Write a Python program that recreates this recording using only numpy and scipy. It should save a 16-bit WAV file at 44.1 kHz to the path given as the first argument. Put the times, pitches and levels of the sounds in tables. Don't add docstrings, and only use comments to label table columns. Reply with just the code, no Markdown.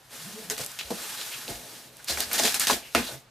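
import sys
import numpy as np
from scipy import signal
from scipy.fft import rfft, irfft
from scipy.io import wavfile
from scipy.ndimage import uniform_filter1d

SR = 44100
rng = np.random.default_rng(int(sys.argv[2]) if len(sys.argv) > 2 else 0)


def amplitude_ratio(level_db):
    exponent = np.asarray(level_db, float) / 20
    return 10 ** exponent


def log_audio(samples):
    frames = np.atleast_2d(samples).T
    limited = np.clip(frames, -1, 1)
    pcm = np.round(limited * 32767).astype(np.int16)
    wavfile.write(sys.argv[1], SR, pcm)


N = 145530

# (frequency [Hz], level [dB])
ROOM_TONE_COLOUR = [(15, -75), (25, 5), (132, -10), (333, -20), (437, -7), (713, -3.5), (4310, -12),
                    (14300, -25.5), (16800, -39)]
ROOM_TONE_DB = -60
HUM_HZ, HUM_WIDTH_HZ, HUM_DB = 128, 27, -63.5
ROOM_T60_S, ROOM_DB = 0.17, -12
SIDE_DB, SIDE_LOW_HZ, SIDE_TOP_HZ = -11.5, 140, 11300

# (frequency [Hz], level [dB])
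BOX_COLOUR = [(18, -47), (40, -11), (105, -14.5), (216, 0), (366, -4), (427, 1), (744, -1.5), (1200, -18),
              (1560, -24), (2640, -120)]
# (frequency [Hz], level [dB])
SLIDE_COLOUR = [(470, -40.5), (800, -2.5), (1830, 0), (1970, -3.5), (2320, -2.5), (3790, -0.5),
                (12800, -4.5), (16000, -15.5)]
# (frequency [Hz], level [dB])
TAPE_COLOUR = [(530, -22.5), (900, -9), (1370, -4), (1720, -3.5), (2270, -3.5), (4980, -1.5), (12100, -6),
               (16000, -15.5)]

# (time [s], peak [dB], centre [Hz], fade [s])
THUMPS = [(.5, -42, 850, 0.011), (.505, -30.5, 1420, 0.021), (0.589, -32, 555, 0.035),
          (.6, -36, 139, 0.021), (.84, -47.5, 60, 0.034), (.904, -30, 770, 0.015), (.906, -30, 220, .02),
          (1.488, -34.5, 327, 0.029), (1.497, -36, 127, 0.031), (1.501, -43.5, 55.4, 0.037),
          (2.095, -30, 450, 0.031), (2.101, -41, 69.6, 0.051), (2.259, -47, 70, .03),
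          (2.395, -18.5, 710, 0.0046), (2.4, -32, 263, 0.052), (2.697, -11.5, 890, 0.0087),
          (2.706, -21, 540, 0.011), (2.728, -27.5, 405, 0.0094), (2.715, -27.5, 244, 0.024),
          (2.719, -46, 64.6, .03), (2.949, -15.5, 356, 0.0034), (2.95, -30, 1690, 0.0099),
          (2.951, -23, 900, 0.034), (2.95, -17.5, 2570, 0.029), (2.955, -25, 324, 0.029),
          (2.955, -21, 1670, 0.039), (2.965, -24, 207, 0.026), (2.949, -42.5, 69.6, 0.091),
          (3.089, -38, 570, 0.019), (3.12, -50, 70, 0.027)]

# (time [s], rate [Hz])
GROAN_ARC = [(.18, 130.4), (.225, 146), (.27, 182), (.32, 187), (.35, 208.7), (.41, 220), (.45, 181),
             (.5, 167)]
# (middle [s], half length [s], level [dB])
GROAN_SWELLS = [
    (0.22, 0.012, -55.5),
    (0.256, 0.014, -47.5),
    (0.283, .018, -49.5),
    (.312, .01, -54),
    (0.349, 0.013, -46),
    (0.406, 0.011, -47),
    (0.45, 0.0071, -48),
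    (.488, 0.011, -54),
    (.35, .15, -63),
]
# (middle [s], half length [s],
# pitch [Hz], level [dB])
SHORT_TONES = [(0.379, 0.024, 437, -47.5), (0.429, 0.011, 410, -54), (0.521, 0.016, 436, -45.5),
               (.61, 0.028, 515.5, -47.5), (.911, 0.0052, 197, -34.5), (.919, 0.0076, 473, -34),
               (.941, 0.017, 193, -40), (2.962, 0.0071, 576, -35.5), (2.983, 0.0073, 462, -33),
               (2.997, .012, 231, -35.5), (3.097, 0.0081, 613, -49), (3.117, 0.0053, 1500, -47),
               (3.161, 0.034, 134, -49)]
GLIDE_PER_S = 1.6

# (start [s], rise [s], hold [s], level [dB], weight on the box [dB])
RUSTLES = [
    (.499, 0.00073, 0.0051, -31, -10.5),
    (.57, 0.011, 0.034, -34, -16),
    (.645, .002, 0.059, -48, -10),
    (.903, 0.0022, 0.0093, -41, 3),
    (1.48, 0.0021, 0.045, -39.5, -6),
    (1.986, 0.0025, 0.012, -55, -7),
    (2.949, 0.00089, 0.0059, -28.5, -4),
]
# (start [s], rise [s], hold [s], level [dB], weight on the box [dB])
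GRIPS = [
    (.789, 0.00035, 0.0099, -39.5, -41),
    (.811, 0.0013, 0.011, -38.5, -28),
]
GRIP_HZ, GRIP_WIDTH_HZ = 3200, 1800

# (time [s], level [dB], weight on the box [dB])
SLIDE = [(0, -61.5, -5), (.08, -58, -17), (0.128, -44, -9), (.22, -42, -15), (.42, -44, -9.5),
         (.55, -48, -11), (.74, -44.5, -22), (.88, -45.5, -6.5), (1.0, -37.5, -11), (1.21, -37.5, -17),
         (1.38, -39, -16), (1.6, -44.5, -8), (1.76, -44.5, -11.5), (1.94, -55.5, -6), (2.06, -48.5, -14),
         (2.28, -41.5, -10.5), (2.399, -30.5, -11)]
# (time [s], level [dB], weight on the box [dB])
BRUSH = [
    (2.742, -35.5, -18),
    (2.82, -51, 0.5),
    (2.929, -50, -13.5),
    (2.97, -40, -5),
    (3.06, -39.5, -13),
    (3.14, -40.5, -5.5),
    (3.2, -55.5, -4),
    (3.3, -83, 11),
]
# (middle [s], half length [s], centre [Hz], level [dB])
SQUEAKS = [(1.203, 0.035, 3900, -40), (1.338, 0.021, 2740, -38.5), (2.002, 0.0098, 1620, -51),
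           (2.104, 0.021, 4400, -28), (2.231, 0.019, 4600, -35), (2.395, 0.02, 5200, -33),
           (2.45, .024, 4220, -26.5), (2.485, 0.013, 3780, -35), (2.697, .015, 4200, -33),
           (2.848, 0.052, 2670, -48), (3.037, 0.014, 3720, -39), (3.082, 0.02, 3800, -39),
           (3.083, .018, 1600, -52)]

# (time [s], peak [dB], centre [Hz])
SNAPS = [(0.4997, -9.5, 6140), (0.508, -14, 6500), (0.5157, -33, 4630), (0.6466, -15.5, 8520),
         (0.6626, -15, 8620), (0.7891, -14.5, 3870), (0.8107, -17, 2360), (1.2135, -17, 3640),
         (1.48, -17.5, 3580), (1.9689, -28, 9500), (2.0443, -23.5, 8900), (2.0846, -15, 4840),
         (2.173, -15, 1580), (2.2042, -8, 4570), (2.2045, -7, 11500), (2.3143, -16, 1590),
         (2.3313, -6, 10600), (2.5432, -11, 2820), (2.5965, -9, 10700), (2.67, -13, 4900),
         (2.6969, -14, 2000), (2.9489, -3, 1690)]
# (time [s], peak [dB], centre [Hz])
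CRACKS = [(0.5654, -24.5, 2930), (0.717, -23, 7050), (2.0983, -20, 5140), (2.1064, -16, 5220),
          (2.2134, -16, 5590), (2.3414, -16, 5600), (2.381, -10.5, 4070), (2.391, -10, 4420),
          (2.3962, -8, 6300), (2.4234, -15, 6200), (2.4363, -8, 4930), (2.4484, -21, 4870),
          (2.4534, -10, 3340), (2.466, -15, 4360), (2.4776, -10, 3160), (2.4944, -11, 4610),
          (2.5431, -11, 8340), (2.5484, -13, 4330), (2.5967, -8, 10600), (2.6049, -10.5, 4600),
          (2.6701, -9, 4980), (2.6824, -6, 4240), (2.709, -6.5, 4330), (2.7324, -13, 3470)]
# (start [s], rise [s], hold [s], level [dB], weight on the box [dB])
PULLS = [(2.072, 0.015, 0.022, -29.5, -19.5), (2.12, 0.017, .03, -36.5, -14),
         (2.165, 0.013, 0.023, -31.5, -11), (2.204, 0.0013, 0.0062, -31, -27),
         (2.31, 0.0093, 0.022, -34, -10.5), (2.331, 0.0026, 0.024, -29, -17),
         (2.381, 0.0051, 0.021, -25.5, -15), (2.405, 0.012, .02, -30.5, -16),
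         (2.425, 0.017, 0.026, -26, -9.5), (2.47, 0.0031, 0.04, -29.5, -15),
         (2.543, 0.0017, 0.011, -27, -18.5), (2.596, 0.00082, 0.042, -27, -19),
         (2.67, 0.0012, 0.022, -24.5, -13.5), (2.697, 0.0039, 0.023, -27.5, -8.5)]
# (frequency [Hz], width [Hz], level [dB])
TAPE_RINGS = [
    (760, 200, -9),
    (1660, 260, -2.5),
]
RELEASE_S = 0.032

BASS_HZ, TOP_HZ = 36, 15200


def unit(x):
    return x / np.sqrt(np.mean(x ** 2) + 1e-20)


def colour(x, points):
    hz, db = np.array(points, float).T
    bins_hz = np.arange(2049) * SR / 4096
    log_gain = np.interp(np.log(bins_hz + 1), np.log(hz), db) * np.log(10) / 20
    cepstrum = irfft(log_gain)
    cepstrum[1:2048] *= 2
    cepstrum[2049:] = 0
    impulse = irfft(np.exp(rfft(cepstrum)))
    return signal.fftconvolve(x, impulse)[:N]


def ring(x, hz, width_hz):
    b, a = signal.iirpeak(min(hz, .45 * SR), hz / width_hz, fs=SR)
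    return signal.lfilter(b, a, x)


def walk(rate):
    k = int(SR / rate)
    steps = np.repeat(rng.standard_normal(N // k + 1), k)
    return unit(uniform_filter1d(uniform_filter1d(steps, k), k)[:N])


def curve(rows, column):
    rows = np.array(rows, float)
    return np.interp(np.arange(N) / SR, rows[:, 0], rows[:, column], left=-150, right=-150)


def strokes(rows):
    t, force, weight = np.arange(N) / SR, 0, 0
    for s, rise_s, hold_s, db, box_db in rows:
        rise = np.clip((t - s) / max(rise_s, 1e-4), 0, 1)
        shape = rise * np.exp(-np.maximum(t - s - rise_s - hold_s, 0) / RELEASE_S)
        force = np.hypot(force, amplitude_ratio(db) * shape)
        weight = np.hypot(weight, amplitude_ratio(db + box_db) * shape)
    return force, weight


def friction(press, points, rate, spread_db, patchy_db, grit_db, burst_s):
    force, weight = press
    size = np.minimum(rng.exponential(size=N), 3)
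    slips = (rng.random(N) < rate / SR) * amplitude_ratio(spread_db * size)
    fading = signal.lfilter([1], [1, -np.exp(-1 / (max(burst_s, 1e-5) * SR))], slips)
    bursts = fading * rng.standard_normal(N)
    grain = rng.standard_normal(N) + amplitude_ratio(grit_db) * unit(bursts)
    surface = unit(colour(grain, points)) * amplitude_ratio(patchy_db * walk(90))
    hollow = unit(colour(grain, BOX_COLOUR)) * amplitude_ratio(1.65 * walk(30.47))
    return force * surface + weight * hollow


def room_tone():
    hiss = np.array([unit(colour(rng.standard_normal(N), ROOM_TONE_COLOUR)) for _ in range(2)])
    hum = unit(ring(rng.standard_normal(N), HUM_HZ, HUM_WIDTH_HZ))
    return amplitude_ratio(ROOM_TONE_DB) * hiss * amplitude_ratio([[0], [-6]]) + amplitude_ratio(HUM_DB) * hum * [[1], [.1]]


def room(x):
    t = np.arange(SR // 2) / SR
    fade = np.exp(-np.log(1000) * t / ROOM_T60_S) * np.minimum(t / 0.0043, 1)
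    tails = rng.standard_normal((2, len(t))) * fade
    tails = tails * np.exp(-t / 0.044) + signal.lfilter([.1], [1, -.6], tails)
    tails = tails / np.sqrt((tails ** 2).sum(axis=1, keepdims=True))
    mid, side = signal.fftconvolve(x[None], tails)[:, :N]
    side = signal.sosfilt(signal.butter(2, SIDE_LOW_HZ, "high", fs=SR, output="sos"), side)
    side = signal.sosfilt(signal.ellip(3, .5, 9, SIDE_TOP_HZ, fs=SR, output="sos"), side)
    side = side + .5 * ring(side, 8000.0, 9100.0)
    return np.array([x + amplitude_ratio(ROOM_DB) * mid, amplitude_ratio(SIDE_DB) * side])


def thumps():
    out, t = np.zeros(N + 8192), np.arange(8192) / SR
    for (s, peak_db, hz, fade_s), noise in zip(THUMPS, rng.standard_normal((len(THUMPS), len(t)))):
        push = noise * np.minimum(t / 0.0012, 1) * np.exp(-t / max(fade_s, .003))
        wide = ring(ring(push, hz, 1.6 * hz), hz, 1.6 * hz)
        x = wide + 1.2 * ring(wide, hz, .25 * hz)
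        i = int(s * SR)
        out[i:i + len(t)] += amplitude_ratio(peak_db + 1.0) * x / np.abs(x).max()
    return out[:N]


def groan():
    t = np.arange(N) / SR
    waver = np.cumsum(walk(89.9)) / SR

    def bout(s, half_s, db):
        return amplitude_ratio(db + 6) * np.exp(-np.abs((t - s) / max(half_s, .004)) ** 2.5)

    def tone(phase):
        return np.sin(phase) + 0.12 * np.sin(2 * phase)

    arc_hz = np.interp(t, *np.array(GROAN_ARC).T) * (1 + 0.059 * walk(89.0))
    out = sum(bout(*row) for row in GROAN_SWELLS) * tone(2 * np.pi * np.cumsum(arc_hz) / SR)
    for s, half_s, hz, db in SHORT_TONES:
        cycles = hz * (t - s + 0.012 * waver + GLIDE_PER_S * (t - s) ** 2 / 2)
        out = out + bout(s, half_s, db) * tone(2 * np.pi * cycles)
    return out * amplitude_ratio(1.73 * walk(90))


def flap():
    force, weight = strokes(GRIPS)
    rasp = unit(ring(rng.standard_normal(N), GRIP_HZ, GRIP_WIDTH_HZ)) * amplitude_ratio(5.7 * walk(120.3))
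    hollow = unit(colour(rng.standard_normal(N), BOX_COLOUR))
    rustle = friction(strokes(RUSTLES), TAPE_COLOUR, rate=2200.0, spread_db=5.5, patchy_db=3.5,
                      grit_db=-3.5, burst_s=0.00077)
    return force * rasp + weight * hollow + rustle


def sliding():
    force, weight = 0, 0
    for rows in (SLIDE, BRUSH):
        stroke = amplitude_ratio(curve(rows, column=1))
        force = force + stroke
        weight = weight + stroke * amplitude_ratio(curve(rows, column=2))
    out = friction((force, weight), SLIDE_COLOUR, rate=2500., spread_db=-2.5, patchy_db=0.8,
                   grit_db=-6.5, burst_s=0.00019)
    t, noise = np.arange(N) / SR, rng.standard_normal(N)
    for s, half_s, hz, db in SQUEAKS:
        swell = np.exp(-((t - s) / half_s) ** 2)
        out = out + amplitude_ratio(db) * swell * unit(ring(noise, hz, 0.24 * hz))
    return out


def snaps(rows, fade_s, wide, trim_db):
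    out, t = np.zeros(N + 1024), np.arange(1024) / SR
    for (s, db, hz), noise in zip(rows, rng.standard_normal((len(rows), len(t)))):
        x = noise * np.exp(-t / fade_s)
        x = ring(x, hz, 0.5 * hz) + wide * x
        i = int(s * SR)
        out[i:i + len(t)] += amplitude_ratio(db + trim_db) * x / np.abs(x).max()
    return out[:N]


def tape():
    x = friction(strokes(PULLS), TAPE_COLOUR, rate=500., spread_db=2.0, patchy_db=1.0,
                 grit_db=-4.5, burst_s=0.00083)
    return x + sum(amplitude_ratio(db) * ring(x, hz, width_hz) for hz, width_hz, db in TAPE_RINGS)


def scene():
    box = thumps() + groan() + flap() + sliding()
    sharp = snaps(SNAPS, fade_s=0.0015, wide=0.046, trim_db=-4.0)
    cracks = snaps(CRACKS, fade_s=0.0023, wide=0.12, trim_db=-3.5)
    mid, side = room(box + sharp + cracks + tape()) + room_tone()
    return np.array([mid + side, mid - side])


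def band_limit(x):
    return signal.sosfilt(signal.butter(12, 16970, fs=SR, output="sos"), x)


def record(dry):
    x = signal.sosfilt(signal.butter(2, BASS_HZ, "high", fs=SR, output="sos"), dry)
    x = signal.sosfilt(signal.ellip(8, .2, 60, TOP_HZ, fs=SR, output="sos"), x)
    return band_limit(x)


dry = scene()
out = record(dry)
log_audio(out)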